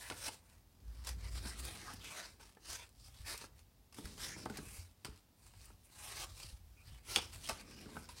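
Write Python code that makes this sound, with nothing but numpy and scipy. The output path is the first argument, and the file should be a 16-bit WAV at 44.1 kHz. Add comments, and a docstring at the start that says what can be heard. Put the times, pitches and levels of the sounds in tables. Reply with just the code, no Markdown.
"""Handling stiff paper sheets

Stiff dyed sheets are slid, lifted and laid on two stacks on a wooden table, under a phone on a stand.
Sliding is stick-slip friction: a noisy stream of tiny slips coloured by the sheet and swelling with each stroke.
Edges flick as short noise bursts; taps, bumps and a buckling sheet excite decaying modes; fibres squeak faintly.
Handling shakes table and stand, heard as low sway and rumble in a small, quiet, reverberant room."""
import sys
import numpy as np
from scipy import signal
from scipy.fft import rfft, irfft, next_fast_len
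from scipy.io import wavfile

SR = 44100
rng = np.random.default_rng(int(sys.argv[2]) if len(sys.argv) > 2 else 0)


def store_wav(level_fs):
    """Save 16-bit WAV to argv[1]."""
    pcm = np.round(np.clip(np.atleast_2d(level_fs), -1, 1) * 32767)
    wavfile.write(sys.argv[1], SR, pcm.T.astype(np.int16))


N = 361619  # samples, about 8.2 s
TIME = np.arange(N) / SR
FREQ = np.maximum(np.arange(N // 2 + 1) * SR / N, 1)
BRISK_DB = -53  # hiss level of a brisk stroke, the reference for rumble and crackle

# spectrum that the paper gives to friction: (frequency [Hz], relative level [dB])
PAPER_COLOUR = [(150, -12), (350, -2), (600, -2), (900, 2), (1300, 0.5), (1900, 0), (2500, 2), (3400, 0),
                (5000, 4.5), (6800, -1.5), (8800, 2.5), (11000, -3.5), (13500, -9.5), (16000, -11.5)]


def undb(db):
    """Amplitude ratio is ten to the power of decibels over twenty."""
    return 10 ** (np.asarray(db) / 20)


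def unit(x):
    """Normalise the root-mean-square amplitude to 1."""
    return x / np.sqrt(np.mean(x ** 2))


def at(points, hz):
    """Interpolate (frequency [Hz], value) points linearly on a logarithmic frequency axis."""
    f, value = np.transpose(points)
    return np.interp(np.log(hz), np.log(f), value)


def colour(x, points):
    """Linear filtering: multiply the spectrum by gains given as (frequency [Hz], gain [dB])."""
    return irfft(rfft(x) * undb(at(points, FREQ)), N)


def bands(x, count=24):
    """Filter bank: triangular gains on a log-frequency axis, summing to one between the outer centres."""
    centres = np.geomspace(130, 16000, count)
    size = next_fast_len(len(x))
    spectrum = rfft(x, size)
    hz_axis = np.maximum(np.arange(len(spectrum)) * SR / size, 1)
    place = np.log(hz_axis / centres[0]) / np.log(centres[1] / centres[0])
    for k, hz in enumerate(centres):
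        gain = np.maximum(1 - abs(place - k), 0)
        yield hz, irfft(spectrum * gain, size)[:len(x)]


def walk(rate):
    """Slow random modulation: line segments join `rate` random values a second, scaled to rms 1."""
    values = rng.standard_normal(N // 20)
    return unit(np.interp(TIME * rate, np.arange(N // 20), values))


def add(track, s, sound):
    """Superposition: mix a sound into the track from s seconds on."""
    start = max(int(s * SR), 0)
    track[start:start + len(sound)] += sound[:N - start]


def ring(modes, scatter, scatter_db, tilt_db=0):
    """Modal synthesis: a blow sums decaying sines; landing on another spot shifts pitch and strength."""
    t = TIME[:SR // 4]
    hz, db, t60 = np.transpose(modes)[:, :, None]
    detune, strength = rng.standard_normal((2, len(modes), 1))
    sign = (-1) ** np.arange(len(modes))[:, None]
    gain = undb(db + scatter_db * strength + tilt_db * np.log2(hz / hz[0])) * sign
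    decay = np.exp(-np.log(1000) * t / t60)
    waves = np.sin(2 * np.pi * hz * (1 + scatter * detune) * t) * decay
    return np.sum(gain * waves, axis=0) / np.sqrt(np.sum(gain ** 2))


def slips(rate_hz, spread_db, smooth):
    """Stick-slip as random impulses with exponentially spread levels, over the grain's even hiss."""
    sizes = undb(spread_db * np.minimum(rng.exponential(size=N), 5))
    clicks = (rng.random(N) < rate_hz / SR) * sizes * rng.choice([-1, 1], N)
    return unit(unit(clicks) + smooth * rng.standard_normal(N))


def swell(peak_s, rise_s, fall_s, db):
    """Envelope of a hand movement: gains its last 20 dB in rise_s and loses its first 20 dB in fall_s."""
    away = np.maximum((peak_s - TIME) / abs(rise_s), (TIME - peak_s) / abs(fall_s))
    return undb(db - 20 * np.minimum(away, 4) ** 1.5)


def strokes():
    """Incoherent powers add, so where strokes overlap the stronger sets hiss, edge and flexing [dB]."""
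    # one sheet is pushed over another: (fastest moment [s], speeding up [s], slowing down [s],
    # hiss control level [dB], edge brightness over the hiss [dB], flexing over the hiss [dB]);
    # sliding() adds its own offsets to these levels
    pushes = [(0.056, 0.39, 0.28, -60.5, 3.5, 1), (0.267, 0.11, 0.035, -47.5, -2, -1),
              (0.335, 0.076, 0.072, -62.5, -0.5, -4), (0.514, 0.17, 0.12, -76.5, 3, 6),
              (1.03, 0.32, 0.47, -72.5, -4, 4), (1.088, 0.049, 0.056, -50, -8, -2.5),
              (1.289, 0.15, 0.018, -57.5, -6.5, 0), (1.363, 0.072, 0.089, -54, -4.5, -0.5),
              (1.471, 0.081, 0.17, -55.0, -0.5, 1.5), (1.599, 0.036, 0.025, -53.5, 6, -0.5),
              (1.649, 0.058, 0.28, -54.5, -0.5, 2), (1.901, 0.31, 0.13, -55.5, -6.5, 1.5),
              (2.051, 0.077, 0.086, -60, -1, -1), (2.185, 0.18, 0.14, -50, -5, 1),
              (2.415, 0.03, 0.13, -62, -2, 1), (2.726, 0.09, 0.074, -47.5, -3.5, -3.0),
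              (2.821, 0.071, 0.073, -61, -7, 2), (3.078, 0.15, 0.047, -66.5, -3, -10),
              (3.203, 0.13, 0.065, -65.5, -4.0, -5.5), (3.296, 0.048, 0.086, -45.5, -3.0, -1.5),
              (3.433, 0.26, 0.059, -58.5, -3.5, -0.5), (3.599, 0.079, 0.039, -75.5, -0.5, 1),
              (3.976, 0.045, 0.17, -62.5, 1, -3), (4.051, 0.046, 0.23, -60.5, -6.0, -2),
              (4.236, 0.064, 0.12, -48.5, -3, -9), (4.325, 0.085, 0.039, -51, -9, -12),
              (4.39, 0.062, 0.086, -55.5, -6, 1), (4.571, 0.11, 0.093, -60.5, -5.5, 3),
              (4.75, 0.41, 0.15, -61.5, 4, -3), (5.12, 0.13, 0.14, -68, -5, -0.5),
              (5.479, 0.11, 0.057, -72.0, 7.5, 2), (5.632, 0.153, 0.16, -69.5, 1.5, -1.5),
              (5.849, 0.02, 0.056, -75, 12.0, -7), (6.12, 0.22, 0.12, -57, 3, 2.5),
              (6.232, 0.13, 0.029, -44.5, -5, -4.5), (6.285, 0.081, 0.09, -62.5, -3, 2),
              (6.41, 0.1, 0.16, -57, -2, -5), (6.949, 0.26, 0.1, -70.5, -2.0, 3),
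              (7.124, 0.069, 0.18, -46.5, -3.5, -4.5), (7.343, 0.042, 0.084, -58.5, 0.5, -1.5),
              (7.501, 0.12, 0.057, -49, -3.5, -10), (7.595, 0.087, 0.076, -61, -6, 1.5),
              (7.757, 0.26, 0.4, -63, -7.5, 0.0), (7.965, 0.16, 0.217, -68, 2.5, 4),
              (8.101, 0.022, 0.085, -58, -3.5, -1.5), (8.195, 0.079, 0.06, -55.5, -9, -10.5)]
    power, edge, flex = np.zeros((3, N))
    for peak_s, rise_s, fall_s, db, edge_db, flex_db in pushes:
        push = swell(peak_s, rise_s, fall_s, db) ** 2
        power = power + push
        edge = edge + push * edge_db
        flex = flex + push * flex_db
    return 10 * np.log10(power), edge / power, flex / power


def sliding(hiss, edge, flex, gain_db=4, edge_db=2, flex_db=2.0,
            patchy_db=3.5, judder_db=1.65, catch_db=0.82):
    """Friction excites the sheet, whose resonances shift as it bends; the pull is never quite even."""
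    friction = slips(rate_hz=9000, spread_db=2.6, smooth=.7)
    friction = friction * undb(judder_db * walk(90) + catch_db * walk(28))
    out = np.zeros(N)
    for hz, band in bands(colour(friction, PAPER_COLOUR), count=32):
        # the edge brightens the treble, flexing lifts the lower bands
        edge_share = at([(5500, 0.13), (8500, 0.98)], hz)
        flex_share = at([(1800, 0.85), (3200, 0)], hz)
        db = hiss + edge_share * (edge + edge_db) + flex_share * (flex + flex_db)
        out += band * undb(db + patchy_db * (1 - edge_share / 2) * walk(16))
    return out * undb(gain_db)


def squeaks():
    """Nearly periodic stick-slip of fibres: noise-modulated quadrature carriers make a gliding narrow band."""
    # a rubbed sheet rasps or squeaks:
    # (start [s], length [s], start pitch [Hz], end pitch [Hz], bandwidth [Hz], level [dB])
    rasps = [(0, 0.1, 1800, 1805, 400, -57.5), (1.486, 0.069, 1900, 1770, 400, -61),
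             (1.861, 0.069, 1505, 1147, 550, -54.5), (1.991, 0.12, 3330, 3390, 900, -60.5),
             (2.099, .156, 618, 720, 280, -65), (4.168, 0.22, 1782, 2008, 700, -55.5),
             (4.241, .13, 5630, 6300, 1700, -56), (4.579, 0.22, 2440, 2610, 240, -70),
             (5.931, 0.31, 877, 940, 200, -71), (6.76, .075, 2380, 2560, 240, -69),
             (6.86, .134, 2800, 3300, 700, -72), (7.435, 0.034, 2980, 3150, 400, -53),
             (7.574, .046, 4500, 4650, 450, -61.5), (7.709, 0.092, 5100, 4820, 600, -66.5)]
    out = np.zeros(N)
    for start, length, start_hz, end_hz, width_hz, db in rasps:
        size = max(int(length * SR), 64)
        phase = 2 * np.pi * np.cumsum(np.linspace(start_hz, end_hz, size)) / SR
        lowpass = signal.butter(2, width_hz / 2, fs=SR, output="sos")
        ragged = signal.sosfilt(lowpass, rng.standard_normal((2, SR)))[:, :size]
        tone = unit(ragged[0] * np.cos(phase) + ragged[1] * np.sin(phase))
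        add(out, start, tone * signal.windows.tukey(size, .5) * undb(db))
    return out


def crackle(hiss, gain_db=-11, growth=0.58, tick_s=.0012):
    """Creases release as random impulses with exponential decay, louder under a brisk stroke."""
    ticks = slips(rate_hz=60, spread_db=2.2, smooth=0)
    fading = signal.lfilter([1], [1, -np.exp(-1 / (tick_s * SR))], abs(ticks))
    creases = unit(colour(fading * rng.standard_normal(N), PAPER_COLOUR))
    return creases * undb(BRISK_DB + growth * (hiss - BRISK_DB) + gain_db)


def stand(hiss, sway_db=0, creak_db=-9, uneven_db=3.0):
    """Forced vibration: presses sway the stand near one pitch and a higher band; rumble grows with handling."""
    # the hand presses on the table: (heaviest moment [s], level [dB])
    presses = [(.88, -47.5), (1.0, -49), (1.125, -41.5), (1.26, -44.5), (1.355, -44.5), (1.5, -50.5),
               (1.61, -48)]
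    # floor of the rumble, before its uneven wander: (time [s], level [dB])
    rest_level = [(0, -58.5), (.6, -65.5), (1.3, -58), (2.0, -61), (2.45, -81), (3.1, -64), (3.8, -68),
                  (4.6, -62), (5.35, -76), (5.6, -60.5), (8.2, -60.5)]
    # spectrum of the rumble: (frequency [Hz], relative level [dB])
    rumble_colour = [(20, -54), (32, -32), (43, -1), (58, -4), (72, -8.5), (90, -4), (120, -11.5),
                     (170, -29.5), (300, -45.5)]
    stand_hz, press_rise_s, press_fall_s = 55, 0.055, .13
    rumble_db, rumble_growth = -62, 0.29  # level at a brisk hiss, dB of rumble per dB of hiss

    phase = 2 * np.pi * np.cumsum(stand_hz * (1 + .09 * walk(18))) / SR
    creak_colour = [(40, -42), (62, 0), (92, 0), (120, -12), (200, -22.0), (400, -47)]
    creak = unit(colour(rng.standard_normal(N), creak_colour))
    weight = sum(swell(s, press_rise_s, press_fall_s, db + sway_db) for s, db in presses)
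    sway = (unit(np.sin(phase)) + undb(creak_db) * creak) * weight

    rumble = unit(colour(rng.standard_normal(N), rumble_colour))
    resting = undb(np.interp(TIME, *np.transpose(rest_level)))
    handling = undb(rumble_db + rumble_growth * (hiss - BRISK_DB))
    shaking = np.hypot(resting, handling)
    return sway + rumble * shaking * undb(uneven_db * walk(9))


def flicks(gain_db=0.0, pivot_hz=3500, rise_s=0.00041):
    """Transient friction: paper-coloured noise starts quickly and decays exponentially."""
    # a sheet edge flicks free or slaps down:
    # (time [s], level [dB], decay constant of the scrape [s], tilt [dB per octave])
    edge_flicks = [(0.1, -33, 0.0023, -3.5), (0.121, -40.5, 0.0037, -6), (0.281, -34.5, 0.0037, -2),
                   (1.047, -50, 0.0079, 0.5), (1.07, -38, 0.0065, 1), (1.09, -38.5, 0.0039, 0.5),
                   (1.458, -41.5, 0.0016, -5), (1.651, -39.5, .003, 6), (1.936, -44, .0028, 10),
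                   (2.398, -55.5, 0.0039, -5.5), (2.891, -55, .002, 4), (3.343, -40.5, 0.0022, -5.5),
                   (3.376, -42, .0036, 5.5), (3.414, -41.5, 0.0016, -4.5), (3.925, -54, 0.0043, -1.5),
                   (3.944, -48.5, 0.0033, 1.5), (4.054, -46, .005, 2), (4.178, -49.5, 0.0056, -1),
                   (4.455, -47.5, 0.0044, -1.5), (4.498, -49.5, 0.0055, 0), (4.571, -41, 0.0053, .5),
                   (5.0473, -33.5, 0.0017, -3), (5.054, -31.5, 0.0008, -0.5), (5.064, -49.5, 0.0074, -3),
                   (5.537, -53.5, 0.0019, -3.5), (5.655, -51, .0032, 10), (5.702, -57, 0.0018, -7),
                   (7.17, -35, .003, -7.5), (7.174, -35, 0.0042, -1.5), (7.184, -35, 0.0033, -5),
                   (7.474, -40, 0.0023, -1), (7.489, -33, 0.0032, -2.5), (7.4937, -29.5, 0.0032, -3),
                   (7.508, -40.5, 0.0072, -6), (8.042, -52, .0023, 2), (8.089, -48, .005, -2)]
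    out, t = np.zeros(N), TIME[:2048]
    hz = np.maximum(np.arange(len(t) // 2 + 1) * SR / len(t), 1)
    for s, db, length, tilt_db in edge_flicks:
        shape = np.exp(-t / length) * (1 - np.exp(-t / rise_s))
        tilt = tilt_db * np.log2(np.maximum(hz, 700) / pivot_hz)
        gain = undb(at(PAPER_COLOUR, hz) + tilt)
        scrape = irfft(rfft(rng.standard_normal(len(t))) * gain) * shape
        add(out, s, unit(scrape) * np.sqrt(np.mean(shape ** 2)) * undb(db + gain_db))
    return out


def taps(gain_db=-1, scuff_db=-9, scuff_s=0.0067):
    """Impact excites modes of stack and table, with a dull scuff of skin; a harder touch is brighter."""
    # fingers and sheets knock on the stack: (time [s], knock before gain_db [dB],
    # thud of the table before gain_db [dB], hardness as tilt of the knock [dB per octave])
    knocks = [(0.111, -35.5, -64, 4), (0.289, -43, -60, -18), (1.452, -41, -38.5, 5),
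              (1.9325, -56, -44.5, 0), (2.57, -49.5, -62, -2), (3.4408, -43, -54, 5),
              (3.984, -43, -37.5, -12), (4.055, -44, -44, 22), (4.362, -47, -43.5, -10),
              (4.4588, -30.5, -35.5, -8.5), (4.4994, -38.5, -33.5, 4), (4.586, -41.5, -36, 14),
              (5.051, -47.5, -37.5, 13), (5.081, -60, -43, 0), (5.7023, -52, -57, -9),
              (7.163, -34, -41, -2), (7.497, -32.5, -60, -10), (7.858, -51, -38.5, 15),
              (7.889, -49.5, -52, -9), (7.957, -46, -41, 16), (7.9676, -32.5, -39.5, 0.5)]
    # modes of the stack's knock: (frequency [Hz], relative level [dB], 60 dB decay time [s])
    stack_modes = [(487, -5.5, 0.026), (646, -20, 0.029), (775, -2.5, 0.032), (881, 3, 0.036),
                   (1325, 4.5, 0.036), (1430, 4, 0.018), (1619, 0.5, 0.047), (1780, -12, 0.017),
                   (2060, -11, 0.017)]
    # modes of the table's thud: (frequency [Hz], relative level [dB], 60 dB decay time [s])
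    table_modes = [(78, -10, 0.2), (132, -9, 0.14), (186, -1.5, 0.099), (208.4, 1.5, 0.083),
                   (290, -3, 0.057), (416, -5.5, 0.067)]
    out, t = np.zeros(N), TIME[:SR // 4]
    skin_colour = [(80, -17), (180, 4), (450, 1.5), (900, -1), (2000, -9.5), (4000, -22), (9000, -31)]
    skin = unit(colour(rng.standard_normal(N), skin_colour))
    for s, knock_db, thud_db, hardness in knocks:
        knock = ring(stack_modes, scatter=.06, scatter_db=2, tilt_db=hardness)
        thud = ring(table_modes, scatter=.06, scatter_db=2)
        scuff = np.roll(skin, -int(s * SR))[:len(t)] * np.exp(-t / scuff_s)
        touch = undb(knock_db) * (knock + undb(scuff_db) * scuff)
        add(out, s, touch + undb(thud_db) * thud)
    return out * undb(gain_db)


def hand(gain_db=-1):
    """Skin friction drags over the stack, which acts as a low-pass filter."""
    # the hand rubs over the stack:
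    # (fastest moment [s], speeding up [s], slowing down [s], level before gain_db [dB])
    rubs = [(1.65, 1.0, 1.0, -60.5), (4.0, 0.058, 0.21, -57), (4.5, .5, 0.31, -55.5),
            (7.87, 0.88, .4, -58.5)]
    drag_colour = [(60, -18), (130, 4), (220, 5), (420, -1.5), (750, -16.5), (1500, -50), (5000, -60)]
    drag = colour(slips(rate_hz=730, spread_db=-0.5, smooth=0.2), drag_colour)
    return unit(drag) * sum(swell(*rub) for rub in rubs) * undb(gain_db)


def bumps(rise_s=0.0047, gain_db=0):
    """A slow push by the soft heel of the hand excites only the table's lowest modes."""
    # the hand's weight bumps the table: (time [s], level [dB])
    pushes = [(2.691, -44), (3.195, -43), (4.045, -35.5), (4.782, -39.5), (5.092, -42), (6.445, -39.5),
              (6.528, -39), (6.921, -39.5), (7.516, -41)]
    # the table top's slow flexing: (frequency [Hz], relative level [dB], 60 dB decay time [s])
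    flexing_modes = [(57.5, 6, 0.15), (87, -12.5, 0.42), (118, -5.5, 0.07)]
    out = np.zeros(N)
    for s, db in pushes:
        flexing = ring(flexing_modes, scatter=0.039, scatter_db=9.0)
        onset = 1 - np.exp(-TIME[:len(flexing)] / rise_s)
        add(out, s, undb(db + gain_db) * flexing * onset)
    return out


def snap(crackle_db=-7, crackle_s=0.0011, rise_s=0.00027):
    """Buckling releases strain: the sheet's modes ring briefly, with a crackle of fibres giving way."""
    # a stiff sheet buckles and snaps flat: (time [s], level [dB])
    buckling = (7.1603, -11.5)
    # modes of the buckling sheet: (frequency [Hz], relative level [dB], 60 dB decay time [s])
    sheet_modes = [(900, -16.5, 0.03), (1050, -20, 0.018), (2480, -2.5, 0.012), (3060, -1, .01),
                   (3410, -0.5, 0.012), (4560, 0, 0.0076), (5400, -5, 0.0063), (6400, 1, 0.0056),
                   (7060, -16, 0.0027), (9270, 0, 0.0045), (11500, -17, 0.0018), (15000, -13, .002)]
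    out = np.zeros(N)
    snap_s, snap_db = buckling
    sheet = ring(sheet_modes, scatter=0.0048, scatter_db=1.5)
    t = TIME[:len(sheet)]
    fibres = unit(colour(rng.standard_normal(N), PAPER_COLOUR))[:len(t)] * np.exp(-t / crackle_s)
    onset = 1 - np.exp(-t / rise_s)
    add(out, snap_s, undb(snap_db) * (sheet + undb(crackle_db) * fibres) * onset)
    return out


def room(x, wet_db, near_db, near_s=0.0083, count=4):
    """Reverberation: convolve with near scatter and a wall tail; responses trade as the source moves."""
    # the room's reverberation: (frequency [Hz], 60 dB decay time [s])
    room_t60 = [(150, 0.31), (600, 0.41), (2000, 0.28), (6000, 0.22), (14000, 0.067)]
    t = TIME[:SR // 2]
    nearness = np.array([walk(5) for _ in range(count)])
    out = x.copy()
    for share in nearness / np.sqrt(np.sum(nearness ** 2, axis=0)):
        tail = np.zeros(len(t))
        for hz, band in bands(rng.standard_normal(len(t)), count=8):
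            tail += band * np.exp(-np.log(1000) * t / at(room_t60, hz))
        near = signal.lfilter([1], [1, -.4], rng.standard_normal(len(t))) * np.exp(-t / near_s)
        # near surfaces answer after 2 ms, the walls after 8 ms
        response = undb(wet_db) * unit(tail * (t > .008)) + undb(near_db) * unit(near * (t > .002))
        out += signal.fftconvolve(x * share, response / np.sqrt(len(t)))[:N]
    return out


def still_room(level_db=-71.5):
    """Background noise: a stationary random signal with the spectrum of the still room."""
    # spectrum of the still room: (frequency [Hz], relative level [dB])
    quiet_colour = [(20, -2), (100, 6), (200, 10.5), (400, 0), (800, -1.5), (1500, -9), (3000, -10),
                    (5000, -9), (7000, -13.5), (9500, -12.5), (16000, -11)]
    return unit(colour(rng.standard_normal(N), quiet_colour)) * undb(level_db)


def scene():
    """Superposition of paper, hands and table in the room, over its faint hiss."""
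    hiss, edge, flex = strokes()
    # a whole sheet radiates from many points at once, which blurs its reflections
    swish = room(sliding(hiss, edge, flex) + squeaks(), wet_db=-23.5, near_db=-13)
    edges = room(flicks() + snap() + crackle(hiss), wet_db=-13.0, near_db=-6.5)
    table = room(taps() + hand(), wet_db=-15.5, near_db=-17)
    return (swish + edges + table + bumps() + stand(hiss) + still_room())[None]


def record(dry):
    """Band limiting: the phone cuts the top with a steep elliptic low-pass at 15850 Hz."""
    return signal.sosfilt(signal.ellip(10, .2, 70, 15850, fs=SR, output="sos"), dry)


dry = scene()
out = record(dry)
store_wav(out)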